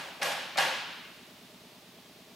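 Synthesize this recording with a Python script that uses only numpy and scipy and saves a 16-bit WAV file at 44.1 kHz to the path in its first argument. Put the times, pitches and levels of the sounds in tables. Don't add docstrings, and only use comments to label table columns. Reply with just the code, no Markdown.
import sys
import numpy as np
from scipy import signal
from scipy.fft import rfft, irfft, next_fast_len
from scipy.io import wavfile
from scipy.ndimage import map_coordinates

SR = 44100
rng = np.random.default_rng(int(sys.argv[2]) if len(sys.argv) > 2 else 0)


def persist_wave(psi):
    counts = np.round(np.clip(psi, -1, 1) * 32767).astype(np.int16)
    wavfile.write(sys.argv[1], SR, np.atleast_2d(counts).T)


N = 103635


def amp(db):
    return 10 ** (np.asarray(db) / 20)


def unit(x):
    return x / np.sqrt(np.mean(x ** 2) + 1e-20)


def along(points, hz):
    point_hz, value = np.transpose(points)
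    return np.interp(np.log(hz + 1), np.log(point_hz + 1), value)


def since(start_s):
    return np.maximum(np.arange(N) / SR - start_s, 0)


def rise(t, attack_s):
    return 1 - np.exp(-t / attack_s)


def fade(t, t60_s):
    return np.exp(-np.log(1000) * t / t60_s)


def wobble(knots_per_s):
    knots = rng.standard_normal(256)
    return map_coordinates(knots, [np.arange(N) * knots_per_s / SR], mode="wrap")


def filtered(x, response):
    size = next_fast_len(N + SR // 2)
    spectrum = rfft(x, size) * response(np.fft.rfftfreq(size, 1 / SR))
    return irfft(spectrum, size)[..., :N]


def low_cut(x, hz):
    return signal.sosfilt(signal.butter(2, hz, "high", fs=SR, output="sos"), x)


def noise(colour, width, tilt_db=0, side_db=0):
    def response(hz):
        octaves = np.log2(np.maximum(hz, 400) / 1500)
        side_gain = amp(along(width, hz) + side_db)
        return amp(colour(hz) + tilt_db * octaves) * np.array([np.ones_like(hz), side_gain])

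    mid, side = filtered(rng.standard_normal((2, N)), response)
    return unit(np.array([mid + side, mid - side]))


# (time [s], hall level [dB], frame ring [dB], panel boom at half amplitude [dB],
# hall brightness [dB/octave], hall hold [s], hollow body [dB])
STROKES = [(-.13, -35.5, -45, -45.5, -0.5, 0.12, -0.5), (.220, -29.5, -38, -47.5, 0.93, 0.069, 3.5),
           (.577, -26, -31.5, -46.5, 0.18, 0.027, 0.5)]
# (frequency [Hz], relative density [dB per Hz])
HALL_COLOUR = [(59, -58), (100, -28), (146, -16.5), (192, -12.5), (233, -16.5), (281, -10.5), (362, -13.5),
               (477, -8.5), (519, 0.5), (614, -1), (917, 0), (1260, -5.5), (1620, -2.5), (1920, -5.5),
               (2930, -4.5), (6660, -16.5), (11100, -22), (13100, -23.5), (15500, -52)]
# (frequency [Hz], T60 [s])
HALL_T60 = [(150, 1.28), (600, 0.7), (1300, 1.23), (2700, 1.37), (4500, 1.21), (8000, 0.67), (14000, 0.57)]
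# (frequency [Hz], side over mid [dB])
HALL_SIDE = [(150, -18), (350, -15.5), (700, -10), (2500, -8), (5000, -7.5), (9000, -13), (13000, -72)]
HALL_BUILD_S, HALL_EARLY_FALL_DB_PER_S = 0.016, 30
BODY_HZ, BODY_WIDTH_HZ = 567, 300
CHATTER_KNOTS_PER_S, CHATTER_DB = 80, 1.0


def hall():
    out = np.zeros((2, N))
    for start_s, level_db, _, _, tilt_db, hold_s, body_db in STROKES:
        def colour(hz):
            body = np.exp(-((hz - BODY_HZ) / BODY_WIDTH_HZ) ** 2)
            return along(HALL_COLOUR, hz) + body_db * body

        hz, frame_s, z = signal.stft(noise(colour, HALL_SIDE, tilt_db), SR, nperseg=512)
        decay_s = np.maximum(frame_s - start_s - hold_s, 0)
        z = z * fade(decay_s, along(HALL_T60, hz)[:, None])
        reflections = signal.istft(z, SR)[1][:, :N]

        t = since(start_s)
        chatter_db = CHATTER_DB * wobble(CHATTER_KNOTS_PER_S) * np.exp(-t / (2 * hold_s))
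        early_db = level_db + chatter_db - HALL_EARLY_FALL_DB_PER_S * np.minimum(t, hold_s)
        out += rise(t, HALL_BUILD_S) * amp(early_db) * reflections
    return out


PHASE_KNOTS_PER_S, PHASE_WANDER_RAD = 30.37, 0.8


def ring(t, hz, t60_s, attack_s):
    phase = 2 * np.pi * (hz * t + rng.random()) + PHASE_WANDER_RAD * wobble(PHASE_KNOTS_PER_S)
    return np.sin(phase) * fade(t, t60_s) * rise(t, attack_s)


# (frequency [Hz], level relative to frame ring [dB])
FRAME_MODES = [(530, -7), (560, -9), (676, -19), (783, -2.5), (816, -5), (902, -2.1), (939, -11.5),
               (1128, -3.5), (1413, -9.5), (1561, -15), (1647, -0.5), (1677, -2), (1865, -14), (1992, -6.5),
               (2501, -5), (2840, -3.5), (3270, -10), (4274, -10)]
FRAME_ATTACK_S, FRAME_T60_S, FRAME_SIDE_DB = 0.0017, 0.64, -11.5
BOOM_HZ, BOOM_ATTACK_S, BOOM_T60_S = 154, 0.063, 0.47


def frame_modes(t, ring_db):
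    return sum(amp(ring_db + db) * ring(t, hz, FRAME_T60_S, FRAME_ATTACK_S) for hz, db in FRAME_MODES)


def frame():
    out = np.zeros((2, N))
    for start_s, _, ring_db, boom_db, *_ in STROKES:
        t = since(start_s)
        mid = frame_modes(t, ring_db)
        side = frame_modes(t, ring_db)
        out += mid + amp(FRAME_SIDE_DB) * np.array([side, -side])
        out += amp(boom_db) * 2 * ring(t, BOOM_HZ, BOOM_T60_S, BOOM_ATTACK_S)
    return out


# (time into turn [s], pitch [Hz], mean peak level [dB], rise [s])
KNOCKS = [(.008, 252, -51, 0.005), (0.016, 160, -63, 0.011), (.059, 613, -60, 0.01),
          (.060, 362, -49.5, 0.0022), (.066, 182, -55.5, 0.0063), (.085, 449, -57, 0.0058),
          (.085, 668, -62.5, 0.0091), (.085, 240, -57.5, 0.014), (.099, 403, -58, 0.0069),
          (0.102, 191.6, -55, 0.01), (.107, 680, -49, 0.00082)]
# (frequency [Hz], rms level [dB])
HUM = [(119.5, -73.5)]
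TURN_S = 0.11052
KNOCK_SCATTER_DB, KNOCK_SCATTER_KNOTS_PER_S = 1.06, 8.7
PUMP_ROOM_DB, PUMP_ROOM_T60_S = -12.5, 0.67


def pump():
    t = since(0)
    knocks = np.zeros(N)
    for offset_s, hz, level_db, rise_s in KNOCKS:
        age_s = (t - offset_s) % TURN_S
        swell = (age_s / rise_s * np.exp(1 - age_s / rise_s)) ** 2
        level = amp(level_db + KNOCK_SCATTER_DB * wobble(KNOCK_SCATTER_KNOTS_PER_S))
        knocks += level * swell * np.sin(2 * np.pi * (hz * age_s + rng.random()))

    lingering = signal.fftconvolve(knocks ** 2, fade(t, PUMP_ROOM_T60_S) ** 2)[:N]
    one_turn = knocks[:round(TURN_S * SR)]
    wash = signal.fftconvolve(rng.standard_normal(N), one_turn, mode="same")
    echo = unit(np.sqrt(np.abs(lingering)) * wash) * np.std(knocks)

    hum = sum(amp(db) * np.sqrt(2) * np.sin(2 * np.pi * (hz * t + rng.random())) for hz, db in HUM)
    return knocks + amp(PUMP_ROOM_DB) * echo + hum


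# (frequency [Hz], relative density [dB per Hz])
AIR_COLOUR = [(15, -62), (25, -40), (44, -12), (91, -7.5), (107, -16), (240, 0), (297, -3.5), (378, -3.5),
              (469, -10), (509, -16.5), (598, -7.5), (722, -11), (782, -8.5), (997, -9.5), (1080, -7.5),
              (1300, -11.5), (3630, -8.5), (8130, -19.5), (15500, -21)]
# (frequency [Hz], gain [dB])
AIR_LOW_SHAPE = [(60, -4.5), (120, -3.5), (250, -6), (600, 4), (1000, -1)]
# (frequency [Hz], side over mid [dB])
AIR_SIDE = [(60, -42), (180, -16.5), (550, -12), (1650, -8), (4970, -3.5), (15000, -26)]
AIR_END_DB, AIR_SLOPE_DB_PER_S = -55.5, -1
AIR_PAN_DB = -0.35


def air():
    t = since(0)
    hiss = noise(lambda hz: along(AIR_COLOUR, hz) + along(AIR_LOW_SHAPE, hz), AIR_SIDE)
    level = amp(AIR_END_DB + AIR_SLOPE_DB_PER_S * (t - t[-1]))
    return level * hiss * amp([[AIR_PAN_DB], [-AIR_PAN_DB]])


# (frequency [Hz], relative density [dB per Hz])
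FIRST_CRACK = [(88, -44), (150, -8.5), (388, -17), (540, 3.5), (860, 0), (1000, -22), (1130, 0), (1630, -5),
               (2410, 0.5), (2700, -5.5), (3980, -11), (5030, -12), (5440, -15.5), (11400, -30),
               (15500, -47)]
# (time [s], level [dB], upper edge [Hz])
NUDGES = [(.2, -41, 900), (0.5564, -35, 3000)]
NUDGE_ATTACK_S, NUDGE_T60_S = 0.0015, 0.22


def nudges():
    out = np.zeros((2, N))
    for start_s, level_db, edge_hz in NUDGES:
        def colour(hz):
            return along(FIRST_CRACK, hz) - 10 * np.log10(1 + (hz / edge_hz) ** 8)

        t = since(start_s)
        bump = noise(colour, HALL_SIDE)
        out += amp(level_db) * bump * rise(t, NUDGE_ATTACK_S) * fade(t, NUDGE_T60_S)
    return out


# (frequency [Hz], relative density [dB per Hz])
SECOND_CRACK = [(88, -63), (150, -35), (411, -24), (530, -15), (766, 1.5), (1000, -18), (1130, -2),
                (1400, -17), (1660, 2), (2180, -9), (3220, -12), (3480, -9.5), (3690, -11), (8660, -25),
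                (13300, -36), (15500, -53)]
# (time [s], level [dB], brightness [dB/octave])
CONTACTS = [(0.215, -32, 3), (0.22, -23, .3), (0.2286, -27, 7), (0.2691, -27.5, -2.5), (0.317, -30, 2),
            (0.572, -30, 6), (0.5764, -18, -0.4), (.584, -18, 0.5), (0.596, -28, 4.5), (0.625, -30, 2)]
SECOND_FROM_S = 0.5
CONTACT_ATTACK_S, CONTACT_T60_S = 0.0007, 0.048
CONTACT_SIDE_DB = -4


def contacts():
    out = np.zeros((2, N))
    for start_s, level_db, tilt_db in CONTACTS:
        t = since(start_s)
        colour = FIRST_CRACK if start_s < SECOND_FROM_S else SECOND_CRACK
        crack = noise(lambda hz: along(colour, hz), HALL_SIDE, tilt_db, CONTACT_SIDE_DB)
        out += amp(level_db) * crack * rise(t, CONTACT_ATTACK_S) * fade(t, CONTACT_T60_S)
    return out


CONTACT_LOW_CUT_HZ = 175


def scene():
    impacts = low_cut(nudges() + contacts(), CONTACT_LOW_CUT_HZ)
    return hall() + frame() + pump() + air() + impacts


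LOW_CUT_HZ, TOP_HZ = 26, 15800


def record(dry):
    return filtered(low_cut(dry, LOW_CUT_HZ), lambda hz: hz < TOP_HZ)


dry = scene()
out = record(dry)
persist_wave(out)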